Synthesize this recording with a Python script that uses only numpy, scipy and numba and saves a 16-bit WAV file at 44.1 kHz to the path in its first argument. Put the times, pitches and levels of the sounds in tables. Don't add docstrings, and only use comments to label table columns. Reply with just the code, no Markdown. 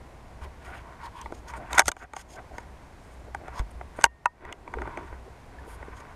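import sys
import numpy as np
from scipy import signal
from scipy.fft import rfft, irfft, next_fast_len
from scipy.io import wavfile
from scipy.ndimage import uniform_filter1d
from numba import njit

SR = 44100
rng = np.random.default_rng(int(sys.argv[2]) if len(sys.argv) > 2 else 0)


def inscribe(sig):
    pcm = np.round(np.clip(np.atleast_2d(sig).T, -1, 1) * 32767)
    wavfile.write(sys.argv[1], SR, pcm.astype(np.int16))


N = 271459

# frequency_hz, density_db
AIR_SPECTRUM = [(100, -1), (200, -3.5), (400, -7), (800, -6), (1300, -14), (2100, -16), (3000, -24),
                (6000, -29), (10000, -33), (13500, -38.5), (15500, -41)]
# frequency_hz, density_db
SWAY_SPECTRUM = [(18, -5.5), (30, -4.5), (45, -8), (60, 4.5), (80, -6.5), (110, -9.5), (170, -21),
                 (300, -31.5)]
# start_s, peak_db, pitch_hz, t60_s
MOUNT_BUMPS = [(0.418, -32, 71, 0.32), (3.598, -19, 49, 0.21), (3.6, -30, 113, 0.036),
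               (3.754, -32.5, 60.3, 0.43), (4.04, -23, 58.5, .25), (4.758, -27.5, 60, 0.33),
               (4.772, -27.5, 450, 0.057), (4.82, -31.5, 380, 0.047), (5.125, -33.5, 61, 0.28),
               (5.678, -37.5, 452, 0.046), (5.883, -32, 430, 0.034)]
# start_s, length_s, level_db, pitch_hz
FOLD_STROKES = [(0.418, .06, -45, 549), (0.677, .12, -51.5, 725), (1.229, .16, -50, 398.7),
                (1.469, 0.19, -47, 604), (1.732, 0.16, -38.5, 680), (1.867, .04, -29, 680),
                (2.007, 0.047, -41.5, 702), (2.328, 0.081, -49, 716), (2.522, 0.046, -45.5, 553),
                (3.431, .18, -46.5, 595), (4.422, 0.096, -40, 450), (4.663, 0.26, -42, 367.6),
                (4.918, .23, -48, 390), (5.665, 0.37, -50.5, 440)]
# frequency_hz, density_db
FOLD_SPECTRUM = [(130, -18), (250, 0), (420, 0), (520, -7), (740, 1.5), (900, -9.5), (1400, -23)]
# start_s, length_s, scrape_db, hum_db
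RUB_STROKES = [(0.418, 0.045, -51, -51), (0.646, .14, -47.5, -62), (0.822, .14, -58, -55),
               (1.013, 0.071, -47, -46), (1.151, 0.082, -55.5, -46.5), (1.474, 0.04, -48, -47.5),
               (1.525, 0.056, -46, -45.5), (1.623, 0.13, -46.5, -54), (1.741, 0.066, -34, -36.5),
               (2.004, 0.049, -39.5, -53), (2.138, 0.074, -46, -72), (2.371, 0.028, -43.5, -53),
               (2.534, 0.1, -53.5, -65), (3.433, 0.12, -51.5, -64), (3.561, 0.051, -49, -42),
               (3.97, 0.058, -45.5, -55.5), (4.428, 0.099, -41.5, -45.5), (4.68, 0.45, -51.5, -54),
               (4.89, 0.12, -52, -50), (5.615, 0.57, -53, -56.5)]
# frequency_hz, density_db
HOLLOW_SPECTRUM = [(700, -25), (850, -13.5), (925, -1), (1010, -2.5), (1120, -6), (1250, -18.5),
                   (1500, -20.5)]
# start_s, length_s, level_db, centre_hz
SWISH_STROKES = [(.42, 0.034, -52.5, 2216), (.65, .14, -54, 2184), (1.025, 0.042, -50, 4470),
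                 (1.148, 0.12, -58, 2780), (1.335, .06, -59.5, 6516), (1.485, 0.032, -49.5, 5890),
                 (1.53, 0.055, -57, 8650), (1.735, 0.091, -45, 6400), (1.868, 0.029, -30.5, 6400),
                 (1.975, 0.066, -51, 6400), (2.165, 0.054, -44, 6370), (2.302, 0.064, -50.5, 6310),
                 (2.54, .09, -63, 6510), (3.03, 0.26, -70.5, 8120), (3.555, .05, -48, 5300),
                 (3.708, 0.01, -55.5, 9510), (3.975, .055, -55.5, 8400), (5.06, .025, -65, 7000),
                 (5.687, 0.07, -52, 10940), (5.965, 0.047, -59, 5980)]
# frequency_hz, density_db
SWISH_SPECTRUM = [(2000, 4), (3000, 4.5), (3900, 1.5), (5000, -1), (6450, -2.5), (7600, -4.5), (8500, -1.5),
                  (9700, -3), (11500, -6.5), (14000, -9), (15500, -14.5)]
# start_s, peak_db, pitch_hz, t60_s
MOUNT_RINGS = [(4.042, -42, 1847, .55), (4.041, 0, 2840, .024), (4.042, -50, 2790, .25),
               (4.257, -30, 1847, .14), (4.258, -13, 2600, .022), (4.526, -26, 2880, .017),
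               (5.586, -40.5, 1745, .048)]
# pitch_hz, relative_db, t60_s
HOUSING_MODES = [(325, -6.5, 0.023), (430, -6.5, 0.029), (620, -4.5, 0.025), (776.7, -5, 0.034),
                 (930, -5, 0.045), (1172, -7, 0.038), (1420, 0.5, 0.015), (1540, 0, 0.017),
                 (1915, -5, 0.016), (2237, -6.5, 0.015), (2590, -9, 0.011), (3010, -14.5, 0.018),
                 (3460, -8.5, 0.014), (4780, -7, 0.0056), (5280, -6.5, .005), (6400, -2.5, 0.0081),
                 (7480, -8, 0.0056), (8400, -5.5, 0.0081), (9550, -12.5, 0.0035), (11170, -15, 0.0091)]
# start_s, mid_db, bass_re_mid_db, treble_re_mid_db, resonance_hz
HOUSING_KNOCKS = [(1.214, -67, -9, 19, 1030), (1.259, -36, -14, -31, 940), (1.322, -43, 9, -18, 694),
                  (1.537, -40, -16, -22, 1390), (1.73, -30.5, -13.5, -5, 930),
                  (1.743, -31.5, -6.5, -28.5, 950), (1.7765, -12, -19, -25, 1390),
                  (1.7803, -4.5, -34, -13.5, 1470), (1.7832, -11, -16.5, -3, 1390),
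                  (1.7929, -4.5, -12, -3.5, 1880), (1.7942, -3.5, -18.5, -5.5, 1540),
                  (1.8013, -10, -25.5, -7, 1480), (1.808, -16, -14.5, -15, 694),
                  (1.818, -19.5, -22.5, -17, 1560), (1.857, -33, -21.5, 1, 1440),
                  (1.8795, -21.5, -30, -8, 1420), (1.881, -14, -6, 2.5, 1400),
                  (1.888, -18.5, -22, -2.5, 1420), (1.9163, -25.5, -14, -1, 2220),
                  (1.966, -35, -7, -17.5, 766), (2.1346, -32, -10.5, -16, 878),
                  (2.165, -30, -14, -9.5, 750), (2.582, -36.5, -6, -14, 924), (3.347, -31, -14, -21, 784),
                  (3.481, -40.5, -0.5, -20, 767), (3.593, -37.5, -7, -9, 1100),
                  (3.811, -39, -5.5, -37, 780), (3.988, -39.5, 6.5, -25.5, 610),
                  (4.0116, -41.5, -26.5, -7.5, 1420), (4.021, -47, -10, -2, 1895),
                  (4.035, -26.5, -23.5, -17, 811), (4.04, 1, -21, -6.5, 886),
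                  (4.052, -22.5, -16, -1.5, 943), (4.0606, -21.5, -9, -21.5, 930),
                  (4.257, -5, -28, -26, 932), (4.451, -35, -9, -22, 1970), (4.5252, -35.5, -28, -6.5, 2240),
                  (4.677, -37.5, -8.5, -30.5, 940), (4.738, -31, -15, -27.5, 997),
                  (4.785, -36.5, -25, -34, 990), (4.818, -34, -14, -25, 1030), (4.854, -40, -9, -37, 960),
                  (4.874, -38.5, -1.5, -30, 1040), (4.973, -37.5, 0.5, -18.5, 660),
                  (5.126, -46.5, 2, -36, 940), (5.827, -43, -3, -31, 996)]

MODE_HZ = np.array(HOUSING_MODES)[:, 0]
BASS_HZ, TREBLE_HZ = 650, 3300


def undb(db):
    return 10 ** (np.asarray(db) / 20)


def unit(x):
    return x / np.sqrt(np.mean(x ** 2) + 1e-20)


def add(out, start_s, sound):
    i = int(start_s * SR)
    out[i:i + len(sound)] += sound[:N - i]


def near(hz, centre_hz, octaves):
    return np.exp(-.5 * (np.log2(hz / centre_hz) / octaves) ** 2)


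def ring(hz, t60_s, t):
    return np.sin(2 * np.pi * hz * t) * np.exp(-np.log(1000) * t / t60_s)


def band(x, hz, kind):
    return signal.sosfiltfilt(signal.butter(3, hz, kind, fs=SR, output="sos"), x)


def colour(x, spectrum):
    hz, db = np.transpose(spectrum)
    size = next_fast_len(N, True)
    bin_hz = np.maximum(np.arange(size // 2 + 1) * SR / size, 1)
    roll_off = np.minimum(bin_hz / hz[0], 1) ** 2 * np.minimum(hz[-1] / bin_hz, 1) ** 2
    gain = undb(np.interp(np.log(bin_hz), np.log(hz), db))
    return unit(irfft(rfft(x, size) * roll_off * gain, size)[:N])


@njit
def moving_bandpass(x, hz, width):
    out = np.empty(len(x))
    band_state, low_state = 0., 0.
    for i in range(len(x)):
        g = np.tan(np.pi * hz[i] / SR)
        passed = (band_state + g * (x[i] - low_state)) / (1 + g * (g + width))
        band_state = 2 * passed - band_state
        low_state += 2 * g * passed
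        out[i] = width * passed
    return out


def glide(x, strokes, band_db, width):
    start_s, length_s, _, centre_hz = np.transpose(strokes)
    hz = np.interp(np.arange(N) / SR, start_s + length_s / 2, centre_hz)
    return unit(x + undb(band_db) * moving_bandpass(x, hz, width))


def flutter(rate_hz):
    hold = int(SR / rate_hz)
    steps = np.repeat(rng.standard_normal(N)[:N // hold + 1], hold)
    return unit(uniform_filter1d(steps, hold)[:N])


def slips(per_s, spread_db):
    size = undb(spread_db * np.minimum(rng.exponential(size=N), 4))
    return (rng.random(N) < per_s / SR) * size * rng.choice([-1, 1], N)


def envelope(strokes, rest_db, attack_share=0.42, release_share=0.16, stir_db=1.5):
    t = np.arange(0, N / SR, .002)
    power = np.zeros(len(t))
    for start_s, length_s, level_db, *_ in strokes:
        progress = (t - start_s) / length_s
        ease_in = (1 + np.tanh(progress / attack_share)) / 2
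        ease_out = (1 + np.tanh((1 - progress) / release_share)) / 2
        power += (undb(level_db) * ease_in * ease_out) ** 2
    stirring = undb(rest_db + stir_db * flutter(rate_hz=12))
    return np.hypot(np.interp(np.arange(N) / SR, t, np.sqrt(power)), stirring)


def fold_pressure():
    return envelope(FOLD_STROKES, rest_db=-59)


def housing(weights, detune):
    t = np.arange(SR // 12) / SR
    bends = 1 + detune * rng.standard_normal(len(HOUSING_MODES))
    return sum((-1) ** k * undb(db) * weights[k] * ring(hz * bends[k], t60_s, t)
               for k, (hz, db, t60_s) in enumerate(HOUSING_MODES))


def outdoor_air(level_db=-52):
    return colour(rng.standard_normal(N), AIR_SPECTRUM) * undb(level_db)


def mount_sway(rest_db=-49, push_db=1):
    rumble = colour(rng.standard_normal(N), SWAY_SPECTRUM)
    out = rumble * np.hypot(undb(rest_db), undb(push_db) * fold_pressure())
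    t = np.arange(SR // 2) / SR
    for start_s, peak_db, hz, t60_s in MOUNT_BUMPS:
        add(out, start_s, undb(peak_db) * ring(hz, t60_s, t))
    return out


def cloth_folds(flutter_db=4.5):
    force = slips(per_s=1000, spread_db=-0.5) * undb(flutter_db * flutter(rate_hz=30))
    crumple = colour(force, FOLD_SPECTRUM)
    return glide(crumple, FOLD_STROKES, band_db=2, width=.35) * fold_pressure()


def hollow_hum(gain_db=4):
    force = slips(per_s=5000, spread_db=1.5)
    hums = [(start_s, length_s, hum_db) for start_s, length_s, _, hum_db in RUB_STROKES]
    return colour(force, HOLLOW_SPECTRUM) * envelope(hums, rest_db=-67.5) * undb(gain_db)


def cloth_scrape(gain_db=1, flutter_db=2):
    force = slips(per_s=2000, spread_db=2.8) * undb(flutter_db * flutter(rate_hz=70))
    shell = housing(near(MODE_HZ, centre_hz=1810, octaves=0.82), detune=0)
    grit = band(signal.fftconvolve(force, shell)[:N], TREBLE_HZ, "low")
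    return unit(grit) * envelope(RUB_STROKES, rest_db=-69.5) * undb(gain_db)


def jacket_swish(flutter_db=3.5, rasp_db=-11):
    force = slips(per_s=9000, spread_db=2.2) * undb(flutter_db * flutter(rate_hz=90))
    shell = housing(MODE_HZ > TREBLE_HZ, detune=0)
    rasp = unit(signal.fftconvolve(force, shell)[:N])
    hiss = colour(force, SWISH_SPECTRUM) + undb(rasp_db) * rasp
    return glide(hiss, SWISH_STROKES, band_db=7, width=.3) * envelope(SWISH_STROKES, rest_db=-80)


def mount_rings():
    out = np.zeros(N)
    t = np.arange(SR // 2) / SR
    for start_s, peak_db, hz, t60_s in MOUNT_RINGS:
        add(out, start_s, undb(peak_db) * ring(hz, t60_s, t))
    return out


def housing_knocks(scuff=0.15, scuff_s=0.0008, crack=0.23, resonance_db=7, cushion_hz=2400):
    out = np.zeros(N)
    lead = SR // 200
    for start_s, mid_db, bass_db, treble_db, resonance_hz in HOUSING_KNOCKS:
        cushion_db = .4 * treble_db
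        lift_db = resonance_db * near(MODE_HZ, resonance_hz, octaves=0.075)
        shell = housing(undb(lift_db + cushion_db * (MODE_HZ > cushion_hz)), detune=0.034)
        t = np.arange(len(shell)) / SR
        grit = band(rng.standard_normal(len(t)), TREBLE_HZ / 2, "high")
        force = (t == 0) + scuff * grit * t / scuff_s * np.exp(1 - t / scuff_s)
        ringing = signal.fftconvolve(force, shell)[:len(t)]
        blow = np.pad(ringing + crack * undb(cushion_db) * force, (lead, 0))
        parts = [(band(blow, BASS_HZ, "low"), bass_db),
                 (band(blow, [BASS_HZ, TREBLE_HZ], "band"), 0),
                 (band(blow, TREBLE_HZ, "high"), treble_db)]
        for part, part_db in parts:
            rms = np.sqrt(np.sum(part ** 2) / (.01 * SR))
            add(out, start_s - lead / SR, undb(mid_db + part_db) * part / rms)
    return out


def gain_control(x, threshold_db=-20, depth_db=11.5, recover_db_per_s=21):
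    power = uniform_filter1d(x ** 2, SR // 100)
    level_db = 10 * np.log10(np.maximum(power, 1e-12))
    excess_db = np.clip(level_db - threshold_db, 0, depth_db)
    recovery_db = recover_db_per_s * np.arange(N) / SR
    duck_db = np.maximum.accumulate(excess_db + recovery_db, axis=-1) - recovery_db
    return x * undb(-uniform_filter1d(duck_db, SR // 300))


def scene():
    clacks = housing_knocks() + mount_rings()
    clothing = cloth_scrape() + hollow_hum() + jacket_swish() + cloth_folds()
    return (clacks + clothing + mount_sway() + outdoor_air())[None]


def record(dry, muffle_hz=13200, cutoff_hz=15500):
    clipped = np.clip(gain_control(dry), -1, 1)
    rounded = signal.sosfilt(signal.butter(3, muffle_hz, fs=SR, output="sos"), clipped)
    return signal.sosfilt(signal.ellip(8, .2, 70, cutoff_hz, fs=SR, output="sos"), rounded)


dry = scene()
out = record(dry)
inscribe(out)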